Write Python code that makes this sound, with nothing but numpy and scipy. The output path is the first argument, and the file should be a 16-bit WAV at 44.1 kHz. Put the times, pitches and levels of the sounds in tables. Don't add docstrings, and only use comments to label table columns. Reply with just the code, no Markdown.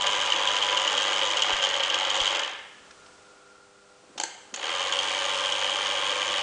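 import sys
import numpy as np
from scipy import signal
from scipy.fft import rfft, irfft
from scipy.io import wavfile
from scipy.ndimage import uniform_filter1d

SR = 44100
rng = np.random.default_rng(int(sys.argv[2]) if len(sys.argv) > 2 else 0)


def wav_record(signal):
    frames = np.transpose(np.atleast_2d(signal))
    bounded = np.clip(frames, -1, 1)
    quanta = np.round(bounded * 32767).astype(np.int16)
    wavfile.write(sys.argv[1], SR, quanta)


N = 283122
TIME = np.arange(N) / SR

# on t/s, off t/s, full speed/(turns per s)
MOTOR_RUNS = [(-3, 2.33, 99.1), (4.55, 9, 97.9)]
# f/Hz, width/Hz, relative level/dB
GEARBOX_MODES = [(2890, 310, -7.5), (3112, 270, -1.5), (3265, 370, -9), (3750, 390, -15.5),
                 (4900, 2330, -12), (6544, 910, -11), (7190, 1670, -17)]
# t/s, relative peak level/dB
TOOTH_KNOCKS = [(0.066, -11), (0.2575, -13.5), (0.3007, -12), (0.320, -7.5), (0.36, -11), (0.472, -10),
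                (0.623, -9.5), (0.7718, -8.5), (0.875, -9), (0.9757, -8.5), (1.3687, -10), (1.42, -7.5),
                (1.5296, -11), (1.622, -11), (1.739, -12.5), (1.802, -13), (1.8325, -10), (1.8985, -12.5),
                (1.942, -8.5), (2.0482, -12.5), (2.0982, -12.5), (2.2006, -7.5), (2.3483, -12),
                (2.3933, -14), (2.4328, -15.5), (4.9227, -10.5), (4.988, -9.5), (5.5209, -10.5)]


def from_db(db):
    return 10 ** (np.asarray(db) / 20)


def rms_one(x):
    return x / np.sqrt(np.mean(x ** 2) + 1e-20)


def in_time(rows):
    times, *columns = np.transpose(rows)
    return [np.interp(TIME, times, column) for column in columns]


def this_run(rows):
    lowering = TIME >= MOTOR_RUNS[1][0]
    return np.array(rows)[lowering.astype(int)].T


def at_hz(points, hz):
    f, value = np.transpose(points)
    return np.interp(np.log(hz + 1e-9), np.log(f), value)


def gate(start, stop, edge_s=.002):
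    return np.clip(np.minimum(TIME - start, stop - TIME) / edge_s + .5, 0, 1)


def drift(rate):
    knots = rng.standard_normal(4000)
    return np.interp(TIME * rate, np.arange(len(knots)), knots)


def soften(x, hz, kind="low", order=2):
    return signal.sosfilt(signal.butter(order, hz, kind, fs=SR, output="sos"), x + 1e-18)


def bandpass(x, low_hz, high_hz):
    return signal.sosfilt(signal.butter(2, [low_hz, high_hz], "band", fs=SR, output="sos"), x + 1e-18)


def ring(drive, modes):
    out = 0
    for hz, width, db in modes:
        spread = np.exp(width / hz / 2)
        band = bandpass(drive * rng.standard_normal(N), hz / spread, hz * spread)
        out = out + from_db(db) / np.sqrt(width) * band
    return out


def bursts(times, sizes, decay_s, rise_s=.00017):
    force = np.zeros(N)
    starts = np.clip(np.round(times * SR).astype(int), 0, N - 1)
    np.add.at(force, starts, sizes)
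    rise = np.exp(-1 / (rise_s * SR))
    force = signal.lfilter([1 - rise], [1, -rise], force + 1e-18)
    return signal.lfilter([1], [1, -np.exp(-1 / (decay_s * SR))], force)


def blows(rows, modes, decay_s, rise_s):
    times, db = np.transpose(sorted(map(tuple, rows)))
    sound = ring(bursts(times, from_db(db), decay_s, rise_s), modes)
    starts = np.round(times * SR).astype(int)
    gains = from_db(db) / np.maximum.reduceat(np.abs(sound), starts)
    latest_blow = np.maximum(np.searchsorted(starts, np.arange(N), "right") - 1, 0)
    return sound * gains[latest_blow]


def steady(x, window=9000):
    power = np.maximum(uniform_filter1d(x ** 2, window), 0)
    return x / np.sqrt(power + 1e-4 * np.mean(x ** 2))


def contacts(turns, count, scatter_s):
    at = np.flatnonzero(np.diff(np.floor(turns * count)))
    return at, at / SR + scatter_s * rng.standard_normal(len(at))


def rotor(leap_s=.048, creep_s=.32, creep_share=.158, coast_s=.37, bind_at_s=1.87, bind_width_s=.25):
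    on, off, full_speed = this_run(MOTOR_RUNS)
    age = TIME - on
    leap = (1 - creep_share) * np.exp(-age / leap_s)
    creep = creep_share * np.exp(-age / creep_s)
    spin_up = np.maximum(1 - leap - creep, 0)
    coast = np.clip(1 - (TIME - off) / coast_s, 0, 1)
    load = np.exp(-((TIME - bind_at_s) / bind_width_s) ** 2)
    pace = spin_up * coast * (1 - .058 * load)
    speed = full_speed * pace * (1 + .00063 * drift(14))
    vigour = pace + .23 * (1 - spin_up)
    return speed, vigour, load, age


def gear_clatter(turns, uneven_db, wobble_db=1.5, scrape=.054):
    at, times = contacts(turns, count=1, scatter_s=.0004)
    wobble = np.sin(2 * np.pi * turns[at] / 5)
    chance = np.clip(rng.standard_normal(len(at)), -2, 2)
    sizes = from_db(uneven_db[at] * chance + wobble_db * wobble)
    slap = bursts(times, sizes, decay_s=.0016, rise_s=.0006)
    graze = .5 * bursts(times - .0018, sizes, decay_s=.0012, rise_s=.0004)
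    return steady(ring(slap + graze + scrape, GEARBOX_MODES))


def base_rattle(turns, uneven_db=4, swing_db=4.5):
    # f/Hz, width/Hz, relative level/dB
    cardboard_modes = [(282, 12, -22), (340.4, 51, -15.5), (439, 27.3, -13.5), (527, 66, -2), (573, 56, -5),
                       (808, 140, -2), (919.4, 37.6, -7), (1049, 79, -4.5), (1157, 144, -2),
                       (1389, 134, -9), (1598, 100, -5.5), (1770, 400, -0.5), (2104, 230, -4),
                       (2405, 410, 0), (3120, 610, 3.5), (3780, 210, -5.5), (4450, 1500, -3)]
    at, times = contacts(turns, count=6, scatter_s=.00023)
    swing = np.cos(2 * np.pi * (turns[at] - .15))
    sizes = from_db(uneven_db * rng.standard_normal(len(at)) + swing_db * swing)
    return steady(ring(bursts(times, sizes, decay_s=.00065), cardboard_modes))


def mount_throb(turns, lag_s=.0015):
    _, times = contacts(turns, count=1, scatter_s=.0001)
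    return steady(ring(bursts(times + lag_s, 1, decay_s=.0018), [(1022, 597, 0)]))


def motor_tones(turns, speed, waver_db=4, flutter_rad=.067):
    # multiple of rotor speed, raising level/dB, lowering level/dB
    partials = [(1, -64, -63), (2, -65, -66), (6, -49, -45), (9, -48, -56), (11, -55, -46), (12, -49, -50),
                (16.2, -50, -52), (20, -50, -60), (21.4, -53, -60), (24, -60, -47), (29, -49, -56),
                (29.6, -48, -56), (32, -50, -47), (38.2, -53, -60), (83, -90, -63), (86, -90, -65),
                (89, -90, -66), (92, -90, -61), (95, -90, -69), (98, -90, -69), (103, -90, -71)]
    # t/s, level/dB
    gear_song = [(0, -36), (.4, -39), (.8, -34.5), (.9, -51), (1.25, -43), (1.5, -50)]
    lines = [(multiple, this_run(levels)) for multiple, *levels in partials]
    lines.append((10, in_time(gear_song)[0]))
    out = 0
    for multiple, db in lines:
        shake = min(multiple / 10, 1)
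        gain = from_db(db + waver_db * shake * drift(45))
        phase = 2 * np.pi * turns * multiple + flutter_rad * shake * drift(60)
        out = out + gain * np.sin(phase)
    fade = np.clip((speed - 40) / 57, 0, 1) ** 2
    return np.sqrt(2) * out * fade


def tooth_snags(hold_s=.016, release_s=.0056):
    return np.minimum(sum(gate(t - hold_s, t + release_s) for t, _ in TOOTH_KNOCKS), 1)


def tooth_knocks(dull_hz=5000):
    knocks = blows(TOOTH_KNOCKS, GEARBOX_MODES, decay_s=.0043, rise_s=.00042)
    return from_db(-.9) * soften(knocks, dull_hz, order=1)


def gear_chatter():
    # start t/s, length/s, boost/dB
    bouts = [(1.629, 0.033, 5.5), (2.132, .16, 2.5)]
    return sum(db * gate(t, t + length) for t, length, db in bouts)


def shaft_rub(attack_s=.07, fade_db_per_s=48):
    coasting_s = np.maximum(TIME - MOTOR_RUNS[0][1], 0)
    envelope = np.minimum(coasting_s / attack_s, 1) * from_db(-37 - fade_db_per_s * coasting_s)
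    return envelope * rms_one(ring(1, [(1100, 380, -11), (1740, 190, 1), (2090, 210, -4.5)]))


def brush_fizz(age, inrush_db=5, inrush_s=1):
    fizz = rms_one(ring(1, [(4400, 240, .5), (7650, 360, -13), (8770, 850, -6.5)]))
    return from_db(inrush_db * np.exp(-age / inrush_s)) * fizz


def motor(seat_s=.083):
    # clatter level/dB, rattle level/dB, throb level/dB, fizz level/dB,
    # scatter of slaps/dB
    run_levels = [(-29.5, -31, -38.5, -83.5, 2), (-31.5, -32.5, -41.5, -52.5, 0.5)]
    clatter_db, rattle_db, throb_db, fizz_db, uneven_db = this_run(run_levels)
    speed, vigour, load, age = rotor()
    turns = np.cumsum(speed) / SR
    caught = tooth_snags()
    seated = np.exp(-age / seat_s)
    strain_db = -1.5 * load - 2 * seated - 5 * caught
    clatter_gain = vigour ** 2.5 * from_db(clatter_db + strain_db + gear_chatter())
    clatter = gear_clatter(turns, uneven_db + 1.5 * load)
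    gears = clatter_gain * clatter + tooth_knocks()
    shaking = vigour ** 1.74 * from_db(-caught)
    base = shaking * (from_db(rattle_db) * base_rattle(turns) + from_db(throb_db) * mount_throb(turns))
    fizz_gain = vigour ** 2.2 * from_db(fizz_db)
    whine = motor_tones(turns, speed) + shaft_rub() + fizz_gain * brush_fizz(age)
    return gears, base, whine


def room_tone(whir_hz=1390, whir_width_hz=80):
    # t/s, air level/dB, whir level/dB
    faders = [(0, -45, -68), (2.7, -54, -67), (3.05, -53.5, -59), (3.4, -56.5, -59), (3.8, -58.5, -61.5),
              (4.15, -56.5, -73.5), (6.42, -48, -75)]
    # f/Hz, relative level/dB
    air_spectrum = [(30, -15.5), (70, -9.5), (130, -8.5), (300, -7.5), (550, -3.5), (900, -6), (1250, -4),
                    (1800, -10), (3500, -12), (7500, -14), (10000, -23)]
    # f/Hz, level/dB
    hum_tones = [(200, -74), (300, -72), (400, -66), (500, -65), (602, -73), (802, -72), (1400, -71),
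                 (4463, -83), (7892, -83), (8129, -76)]
    air_db, whir_db = in_time(faders)
    colour = from_db(at_hz(air_spectrum, np.fft.rfftfreq(N, 1 / SR)))
    air = rms_one(irfft(rfft(rng.standard_normal(N)) * colour, N))
    whir = rms_one(ring(1, [(whir_hz, whir_width_hz, 0)]))
    hum = 0
    for hz, db in hum_tones:
        gain = np.sqrt(2) * from_db(db + .56 * drift(2.9))
        hum = hum + gain * np.sin(2 * np.pi * (hz * TIME + rng.random()))
    return from_db(air_db) * air + from_db(whir_db) * whir + hum


def classroom(x, gap_s=.0047, dull_hz=7000):
    # f/Hz, time to fall 60 dB/s
    decay_times = [(150, 0.2), (1000, 0.72), (2500, 0.93), (5000, 0.5), (10000, 0.67)]
    age = TIME[:SR]
    edges = np.geomspace(100, 12000, 9)
    tail = 0
    for low, high in zip(edges, edges[1:]):
        t60 = at_hz(decay_times, np.sqrt(low * high))
        tail = tail + bandpass(rng.standard_normal(SR), low, high) * from_db(-60 * age / t60)
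    tail = tail * (age > gap_s)
    tail = tail * np.sqrt(2 * edges[-1] / SR / np.sum(tail ** 2))
    return signal.fftconvolve(x, soften(tail, dull_hz, order=1))[:N]


def dull_bumps(dull_hz=110):
    # t/s, relative level/dB
    pushes = [(1.53, -32.5), (2.213, -32.5)]
    times, db = np.transpose(pushes)
    pressure = bursts(times, from_db(db), decay_s=.023)
    return soften(soften(pressure, dull_hz), 22, "high")


def sleeve_brushes():
    # t/s, relative peak level/dB
    strokes = [(2.9078, -33.5), (3.0614, -39)]
    return from_db(-3.5) * blows(strokes, [(2000, 2200, 4), (5100, 2100, 2)], decay_s=.0048, rise_s=.0013)


def finger_presses():
    # t/s, peak level/dB
    presses = [(4.032, -48), (4.091, -46), (4.152, -42), (4.525, -38.5)]
    return blows(presses, [(338, 280, 9), (900, 600, -5)], decay_s=.023, rise_s=.002)


def button_slides():
    # t/s, peak level/dB
    slides = [(4.177, -23), (4.209, -22.5), (4.247, -30), (4.539, -21.5)]
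    guide_modes = [(844, 1050, -5.5), (3370, 1800, -1), (6240, 1800, -3.5)]
    return blows(slides, guide_modes, decay_s=.0034, rise_s=.0034)


def relay_clicks():
    # t/s, relative peak level/dB
    snaps = [(4.1985, -13.5), (4.235, -14.5), (4.560, -23)]
    # f/Hz, width/Hz, relative level/dB
    box_modes = [(450, 260, -11), (860, 190, -6), (1625, 390, -7), (2230, 450, -9), (3150, 290, -7.5),
                 (4460, 440, -3.5), (6880, 1300, -0.5), (7830, 290, -13.5), (8800, 1100, -23)]
    return from_db(.5) * blows(snaps, box_modes, decay_s=.0027, rise_s=.00034)


def scene():
    gears, base, whine = motor()
    switch = relay_clicks() + button_slides()
    near = gears + base + whine + switch + finger_presses() + sleeve_brushes() + dull_bumps()
    reverb_send = from_db(-10.5) * gears + from_db(-3) * base + from_db(-5) * switch
    return (near + classroom(reverb_send) + room_tone())[None]


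def record(dry, cutoff_hz=10000):
    return signal.sosfilt(signal.ellip(12, .2, 80, cutoff_hz, fs=SR, output="sos"), dry)


dry = scene()
out = record(dry)
wav_record(out)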